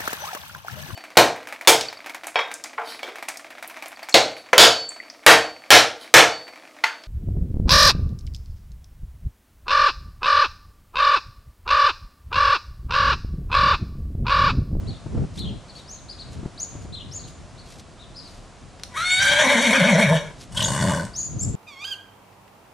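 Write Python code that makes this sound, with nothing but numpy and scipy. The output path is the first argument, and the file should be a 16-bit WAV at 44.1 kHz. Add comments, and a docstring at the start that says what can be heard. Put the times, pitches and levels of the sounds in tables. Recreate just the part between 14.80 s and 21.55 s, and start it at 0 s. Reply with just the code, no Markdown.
"""A nearby horse whinnies with two voices at once: a squeal doubles its period, turns hoarse and sinks
into a shaking low voice, whose folds chop the breath that rings throat and mouth. Then its nostrils
snort and slow pulses of the voice flutter into a nicker. Further off another horse trots on the sand of
an open arena. Birds whistle and chirp in the trees, and light wind buffets the microphone over a wash
of leaves and distant traffic."""
import sys
import numpy as np
from scipy import signal
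from scipy.fft import rfft, irfft, next_fast_len
from scipy.io import wavfile
from scipy.ndimage import uniform_filter1d, map_coordinates

SR = 44100
rng = np.random.default_rng(int(sys.argv[2]) if len(sys.argv) > 2 else 0)


def wav_out(sig):
    """Save sig, one row per channel (or a flat mono array), as 16-bit PCM at SR to the path in sys.argv[1]."""
    wavfile.write(sys.argv[1], SR, np.round(np.clip(np.atleast_2d(sig).T, -1, 1) * 32767).astype(np.int16))


N = 297807
T = np.arange(N) / SR
TOP_HZ = 13200
SIDE = np.array([[1], [-1]])  # opposite signs in the left and right channels


def undb(db):
    """Amplitude ratio of a level in decibels."""
    return 10 ** (np.asarray(db) / 20)


def unit(x):
    """Normalisation to rms 1."""
    return x / np.sqrt(np.mean(x ** 2))


def noise():
    """Gaussian white noise."""
    return rng.standard_normal(N)


def walk(rate):
    """Random modulation of rms 1, interpolated between `rate` values a second."""
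    return unit(map_coordinates(rng.standard_normal(int(N / SR * rate) + 3), [T * rate], order=1))


def curves(table):
    """Linear interpolation in time: one control signal for each column after the first."""
    times, *columns = np.transpose(table)
    return [np.interp(T, times, column) for column in columns]


def swell(centre_s, sigma_s):
    """Gaussian envelope."""
    return np.exp(-np.minimum(((T - centre_s) / sigma_s) ** 2, 100) / 2)


def sounding(table, fade_s=0.026):
    """Trapezoidal gate: 1 within a table's time span, fading to 0 outside it."""
    return np.clip(np.minimum(T - table[0][0], table[-1][0] - T) / fade_s + 1, 0, 1)


def add(out, start_s, sound):
    """Superposition of a sound from a given time on."""
    span = out[max(int(start_s * SR), 0):][:len(sound)]
    span += sound[:len(span)]


def colour_at(spectrum, hz):
    """Gain of a spectral envelope (f/Hz, level/dB) at given frequencies."""
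    f, db = np.transpose(spectrum)
    return undb(np.interp(np.log(hz), np.log(f), db))


def coloured(spectrum):
    """Spectral shaping of white noise, at rms 1."""
    size = next_fast_len(N)
    hz = np.maximum(np.arange(size // 2 + 1) * SR / size, 1)
    return unit(irfft(rfft(noise(), size) * colour_at(spectrum, hz), size)[:N])


def ring(x, hz, width_hz):
    """Resonance: two equal resonators in cascade, for steep skirts."""
    b, a = signal.iirpeak(min(hz, .45 * SR), hz / width_hz, fs=SR)
    return signal.lfilter(b, a, signal.lfilter(b, a, x + 1e-18))


def place(x, pan_db, wet_db, t60, first_s, width=0.37, treble_width=0.56):
    """Scattering by fence, shed and trees adds a decaying tail; the ears differ most in the treble."""
    t = T[:SR]
    decay = np.exp(-np.log(1000) * t / t60) * np.clip(t / first_s - 1, 0, 1)
    mid, side = rng.standard_normal((2, SR)) * decay
    side = width * side + treble_width * np.diff(side, prepend=0)
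    tail = (mid + side * SIDE) / np.sqrt(np.sum(mid ** 2))
    echo = signal.fftconvolve(x[None], tail, axes=1)[:, :N]
    return (x + undb(wet_db) * echo) * undb(pan_db * SIDE / 2)


def ambience(level_db=-46):
    """Incoherent sources, trees and distant traffic, sum to a soft, steady noise."""
    # spectrum of the wash: f/Hz, relative level/dB
    spectrum = [(18, -45), (30, 7.5), (101, 0.5), (454, -9), (709, -6), (842, -12.5), (1030, -10.5),
                (1900, -18.5), (7410, -23.5), (11100, -33.5), (12600, -113), (22000, -120)]
    return undb(level_db + 0.74 * walk(5.08)) * (coloured(spectrum) + undb(-11) * coloured(spectrum) * SIDE)


def wind(breeze_db=-51, buffet_s=0.0043):
    """Turbulent pressure rumbles and thumps on the microphone, only partly coherent at its two ports."""
    # spectrum of the eddies: f/Hz, relative level/dB
    eddies = [(20, -22), (45, -6), (90, 0.5), (140, -2), (220, -8.5), (400, -19.5), (800, -33), (2000, -52),
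              (6000, -86)]
    # gusts: t/s, Gaussian width/s, level/dB
    gusts = [(0.081, 0.057, -30), (0.383, 0.063, -25.5), (0.663, 0.067, -29), (1.58, .062, -37),
             (2.02, 0.079, -40), (2.39, 0.22, -50.5), (4.52, .09, -36), (5.86, 0.084, -35.5),
             (6.71, 0.13, -29)]
    # sharp buffets within the gusts: t/s, level/dB
    buffets = [(.262, -26), (0.348, -23), (.373, -20.5), (0.439, -25), (1.63, -30), (1.654, -24.5),
               (1.951, -34), (2.05, -34.5)]
    force = undb(breeze_db) + sum(undb(db) * swell(s, sigma) for s, sigma, db in gusts)
    force *= undb(2.3 * walk(40) - 1)
    rumble = coloured(eddies) * undb(1.1 * SIDE) + undb(-4) * coloured(eddies) * SIDE
    blows = sum(undb(db) * swell(s + buffet_s, buffet_s) for s, db in buffets)
    thumps = blows * coloured([(40, 2), (200, 6), (450, -8), (900, -20), (2000, -34.5), (6000, -71)])
    return force * rumble + thumps * undb(2 * SIDE)


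def trot():
    """Granular impact: hooves sink into sand with a faint thud and throw a spray of grains."""
    # hoof falls: t/s, Gaussian width/s, level/dB
    steps = [(0.581, 0.022, -46), (0.987, 0.027, -52), (1.534, 0.015, -51), (2.033, 0.013, -56),
             (2.49, 0.014, -48), (2.917, 0.043, -50), (3.001, 0.0096, -49), (3.523, 0.071, -53.5),
             (5.618, 0.023, -46)]
    push = sum(undb(db) * swell(s, sigma) for s, sigma, db in steps)
    grains = noise() * undb(3 * walk(350))
    spray = undb(-0.5) * unit(ring(grains, 4170, 6500))
    thud = undb(-5) * unit(ring(noise(), 130, 200))
    return push * (spray + thud)


def whistle(hz, waver, overtone_db):
    """Random frequency and amplitude modulation roughens a bird's tone and its octave."""
    t = np.arange(len(hz)) / SR
    tremble = map_coordinates(rng.standard_normal(400), [t * 800], order=1)
    flicker = map_coordinates(rng.standard_normal(400), [t * 240], order=1)
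    phase = 2 * np.pi * np.cumsum(hz * (1 + waver * tremble)) / SR
    return undb(4.03 * flicker) * (np.sin(phase) + undb(overtone_db) * np.sin(2 * phase))


def chirps(arch_depth=0.29, sink_ratio=0.9, fade_db=-3.5):
    """Parabolic frequency sweeps make a bird's raspy strokes, each lower and weaker than the last."""
    # runs of strokes: t/s, count, spacing/s, stroke duration/s, first peak f/Hz, level/dB
    runs = [(.065, 3, .034, 0.052, 4480, -46), (.572, 3, 0.039, 0.055, 4160, -36.5),
            (.878, 1, .05, 0.041, 4520, -48.5), (.945, 2, .036, .045, 4380, -46),
            (1.133, 2, 0.035, 0.037, 4500, -51.5), (1.281, 2, .098, 0.056, 4900, -36.5),
            (2.121, 3, .036, 0.039, 4194, -35.5), (2.385, 2, .045, .04, 4610, -47.5),
            (2.768, 1, .05, 0.067, 4350, -52), (3.175, 1, .05, 0.084, 3850, -49.5),
            (3.345, 2, .078, 0.069, 5140, -41.5)]
    out = np.zeros(N)
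    for s, strokes, spacing_s, length, top_hz, db in runs:
        u = np.linspace(0, 1, int(length * SR))
        arch_hz = top_hz * (1 - arch_depth * (2 * u - 1) ** 2)
        for k in range(strokes):
            tone = whistle(arch_hz * sink_ratio ** k, waver=0.0514, overtone_db=-23.5)
            add(out, s + k * spacing_s, undb(db + 2.5 + k * fade_db) * np.sin(np.pi * u) * tone)
    return out


def seeps(under_ratio=0.7, under_db=-20):
    """Frequency glides: thin bird calls sweep up and hook down over a faint, rough second voice."""
    # calls: t/s, duration/s, starting f/Hz, peak f/Hz, level/dB
    calls = [(1.065, 0.097, 4300, 6790, -41.5), (1.777, 0.072, 3980, 7010, -33),
             (2.311, .075, 4795, 7020, -34.5), (4.285, .07, 6040, 7480, -29.5),
             (5.826, 0.048, 5500, 7060, -26), (6.335, .085, 4600, 6830, -28.5),
             (6.385, .095, 6280, 6890, -31), (6.587, .066, 6210, 7480, -26)]
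    # contour of every call: fraction of the duration, fraction of the climb, relative level/dB
    arc = [(0, 0, -18.5), (.2, .3, -9), (.36, .72, -2), (.65, 1, 0), (.84, .92, -1), (1, 0.66, -8.5)]
    along, climb, shape_db = np.transpose(arc)
    out = np.zeros(N)
    for s, length, start_hz, top_hz, db in calls:
        u = np.linspace(0, 1, int(length * SR))
        hz = start_hz + (top_hz - start_hz) * np.interp(u, along, climb)
        upper = whistle(hz, waver=0.028, overtone_db=-24)
        under = undb(under_db) * whistle(under_ratio * hz, waver=0.08, overtone_db=-5.5)
        add(out, s, undb(db + 3 + np.interp(u, along, shape_db)) * (upper + under))
    return out


def clicks(decay_s=0.002):
    """Transients: broad bands of noise start abruptly and decay exponentially."""
    # small clicks around the calls: t/s, centre f/Hz, level/dB
    bursts = [(.592, 6700, -34), (3.997, 1760, -36.5), (4.035, 3580, -24.5), (5.161, 1968, -31),
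              (6.251, 4500, -32.5)]
    out = np.zeros(N)
    for s, hz, db in bursts:
        decay = (T >= s) * np.exp(-np.minimum(abs(T - s) / decay_s, 20))
        out += undb(db) * decay * unit(ring(noise(), hz, 1.67 * hz))
    return out


def snorts():
    """Turbulent jets: the nostrils flap open, and each burst whistles briefly over a wide hiss."""
    # nostril flaps that open the nicker: t/s, resonance f/Hz, Gaussian width/s, level/dB
    flaps = [(5.778, 3220, 0.0074, -23.5), (5.809, 3120, 0.0047, -22.5), (5.828, 3530, 0.0029, -17),
             (5.848, 3480, 0.0022, -21)]
    hiss = undb(-8.5) * unit(ring(noise(), 5300, 8200))
    return sum(undb(db) * swell(s, sigma) * (unit(ring(noise(), hz, 680)) + hiss)
               for s, hz, sigma, db in flaps)


def tract(x, formants, low_hz, high_hz, flicker_db=2.5):
    """Formant filtering within one band, at rms 1; the soft walls quiver and vary each formant's gain."""
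    return unit(sum((-1) ** k * undb(db + flicker_db * walk(35)) * ring(x, hz, width)
                    for k, (hz, width, db) in enumerate(formants) if low_hz < hz <= high_hz))


def nicker():
    """Pulse excitation: slow, uneven pulses thump the chest, each letting a puff through the nose."""
    # envelopes: t/s, voice level/dB, nostril hiss level/dB
    levels = [(5.73, -50, -49.5), (5.79, -34.5, -41), (5.95, -32.5, -36), (6.1, -27, -38),
              (6.2, -32.5, -43.5), (6.295, -50, -62)]
    # beat of the voice: t/s, pulse rate/Hz
    flutter = [(5.85, 44.8), (5.92, 63), (5.99, 91), (6.15, 80), (6.3, 96.5)]
    # resonances with the lips closed: f/Hz, bandwidth/Hz, relative level/dB
    formants = [(145, 103, 9), (598, 140, -8), (982, 210, -7.5), (1535, 180, -9), (1900, 520, -14),
                (2930, 160, -6.5), (3490, 390, -8.5), (4450, 480, -13), (5400, 1400, -15),
                (7000, 1700, -17.5), (8400, 1500, -9.5), (9800, 9500, -27.5)]
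    voice, hiss = sounding(levels) * undb(curves(levels))
    cycles = np.cumsum(curves(flutter)[0] * (1 + 0.15 * walk(70))) / SR
    strength = undb(0.88 * walk(80))
    pulses = unit(np.diff(np.floor(cycles), prepend=0) * strength)
    puffs = unit(noise() * (np.exp(-(cycles % 1) / 0.33) + 0.27) * strength)
    drive = puffs + 0.5 * pulses
    chest = undb(3.5) * tract(pulses + 0.12 * puffs, formants, 0, 400)
    head = undb(0.9) * tract(drive, formants, 400, 1200) + undb(-3.5) * tract(drive, formants, 1200, 2700)
    return voice * (chest + head) + undb(5) * hiss * tract(puffs, formants, 2700, SR)


def shake(first_crest_s=4.606, rate_hz=8.9, slowing_hz_per_s=2.4):
    """Modulation by the belly, -1 to 1; it slows as the horse runs out of air."""
    t = T - first_crest_s
    cycles = rate_hz * t - slowing_hz_per_s * t ** 2 / 2
    return np.cos(2 * np.pi * cycles) * np.clip(t * rate_hz + 1, 0, 1)


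def registers(break_s=0.018):
    """Regimes of oscillation: the high voice holds each quality until the next quick break."""
    # regimes: starting t/s, subharmonic level/dB, roughness 0-1, tonal share 0-1, treble level/dB
    regimes = [(4.12, -11, 0.49, 0.71, -4), (4.247, 5, .05, 0.9, -2), (4.399, -11.5, .38, 0.66, -7),
               (4.605, -21, 0.86, 0.29, -7.5)]
    starts, *columns = np.transpose(regimes)
    current = np.maximum(np.searchsorted(starts, T) - 1, 0)
    return [uniform_filter1d(column[current], int(break_s * SR)) for column in columns]


def squeal(hz, subharmonic_db, rough, jitter=0.03215, wear_db=14):
    """Period doubling puts lines halfway between the harmonics; roughness wears off the upper ones."""
    # spectral envelope of the partials: f/Hz, relative level/dB
    spectrum = [(730, -21.5), (1000, -1), (1350, -3), (1600, -3.5), (2250, 2), (2750, -26), (3200, -2.5),
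                (3700, -0.5), (4500, 0.5), (4950, -25), (5800, -19), (9000, -11), (13000, -29)]
    half_hz = hz / 2 * (1 + jitter * rough * (walk(420) + 0.599 * walk(60)))
    phase = 2 * np.pi * np.cumsum(half_hz) / SR
    subharmonic, wear = undb(subharmonic_db), undb(-wear_db * rough / 2)
    out, power = 0, 0
    for k in range(1, 16):
        amplitude = colour_at(spectrum, k * half_hz) * (k * half_hz < TOP_HZ)
        amplitude *= (subharmonic if k % 2 else 1) * wear ** k
        out += amplitude * np.sin(k * phase)
        power += amplitude ** 2 / 2
    return out / np.sqrt(power)


def whinny(shake_db=2, high_swing_share=0.396):
    """Biphonation: two voices shake together; the low one chops the breath that rings throat and mouth."""
    # the high voice scoops up, climbs, leaps and dies away: t/s, f/Hz, level/dB
    high_voice = [(4.125, 1004, -50), (4.155, 956, -35.5), (4.178, 1272, -23.5), (4.25, 1443, -25.5),
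                  (4.39, 1498, -20), (4.42, 1555, -16.5), (4.595, 1597, -18.5), (4.66, 2050, -20),
                  (4.97, 2244, -20.5), (5.2, 2100, -22), (5.37, 1694, -31), (5.52, 1600, -54.5)]
    # the low voice sinks and ends in a last push: t/s, f/Hz, relative pitch swing, level/dB
    low_voice = [(4.42, 281.9, 0, -36.5), (4.62, 300.3, .04, -24), (4.69, 264.8, 0.1157, -24.5),
                 (4.93, 250, .16, -25.5), (5.03, 207.2, 0.1927, -24), (5.21, 195.1, .2, -22),
                 (5.28, 154.7, 0.096, -28), (5.328, 164.2, 0.032, -18.5), (5.372, 153.2, 0.015, -34),
                 (5.51, 145.6, 0.0016, -48)]
    # the chest radiates only deep notes: f/Hz, gain/dB
    radiation = [(165, 7), (205, 4.5), (245, 4.5), (275, -11), (300, -26.5)]
    # resonances of the head with the mouth open: f/Hz, bandwidth/Hz, relative level/dB
    formants = [(580, 110, 4), (960, 210, 1.5), (1610, 376, -3), (1960, 310, -13), (2254, 203, 1),
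                (3260, 800, -13.5), (3765, 186, -12), (4160, 430, -21), (5790, 840, -17.5),
                (6540, 2200, -25.5), (8740, 5000, -28)]
    high_hz, high_db = curves(high_voice)
    low_hz, swing, low_db = curves(low_voice)
    subharmonic_db, rough, tonal, treble_db = registers()
    heave = shake()
    mouth_gain = sounding(high_voice) * undb(high_db + shake_db * heave)
    hiss_gain = mouth_gain * undb(treble_db)
    throat_gain = sounding(low_voice) * undb(low_db)

    low_hz = low_hz * (1 + swing * heave) * (1 + 0.022 * walk(200))
    phase = 2 * np.pi * np.cumsum(low_hz) / SR
    voicing = np.clip((T - low_voice[0][0]) / 0.064, 0, 1)
    harmonics = voicing * sum(np.sin(k * phase) for k in range(2, 5))
    closures = unit(np.diff(np.floor(phase / (2 * np.pi)), prepend=0))  # the folds snap shut once a cycle
    breath = unit(noise() * undb(4.5 * voicing * np.sin(phase) + 2 * walk(110)))
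    drive = unit(breath + undb(-6) * voicing * closures)

    chest = throat_gain * colour_at(radiation, low_hz) * np.sin(phase) * undb(2 + 1.95 * walk(70))
    voiced = throat_gain * (1 + tonal) * unit(ring(harmonics, 587, 200)) * undb(-10.5 + 2.9 * walk(120))
    throaty = (undb(-3.5) * throat_gain + undb(-18.5) * mouth_gain) * tract(drive, formants, 0, 1200)
    rasp = undb(-0.9) * mouth_gain * tract(drive, formants, 1200, 2700)
    hiss = undb(2) * hiss_gain * tract(drive, formants, 2700, SR)
    tone = squeal(high_hz * (1 + high_swing_share * swing * heave), subharmonic_db, rough)
    high = np.hypot(mouth_gain, hiss_gain) * tone * undb(-0.6 + 1.9 * rough * walk(300))
    return chest + voiced + np.sqrt(1 - tonal) * (throaty + rasp + hiss) + np.sqrt(tonal) * high


def scene():
    """Direct-to-reverberant ratio conveys distance: the calling horse is nearest, the chirps deepest."""
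    horse = place(whinny() + nicker() + snorts() + clicks(), pan_db=1.3, wet_db=-8, t60=0.34, first_s=0.0012)
    near_trees = place(seeps(), pan_db=1.8, wet_db=-6.5, t60=0.56, first_s=0.0019)
    far_trees = place(chirps(), pan_db=3.2, wet_db=-4, t60=0.44, first_s=0.0018)
    return horse + near_trees + far_trees + trot() + wind() + ambience()


def record(dry):
    """Band limiting: two low-pass filters dull the highest treble and cut off above it."""
    soft = signal.sosfilt(signal.butter(6, 11900, fs=SR, output="sos"), dry)
    return signal.sosfilt(signal.ellip(8, 0.2, 70, TOP_HZ, fs=SR, output="sos"), soft)


dry = scene()
out = record(dry)
wav_out(out)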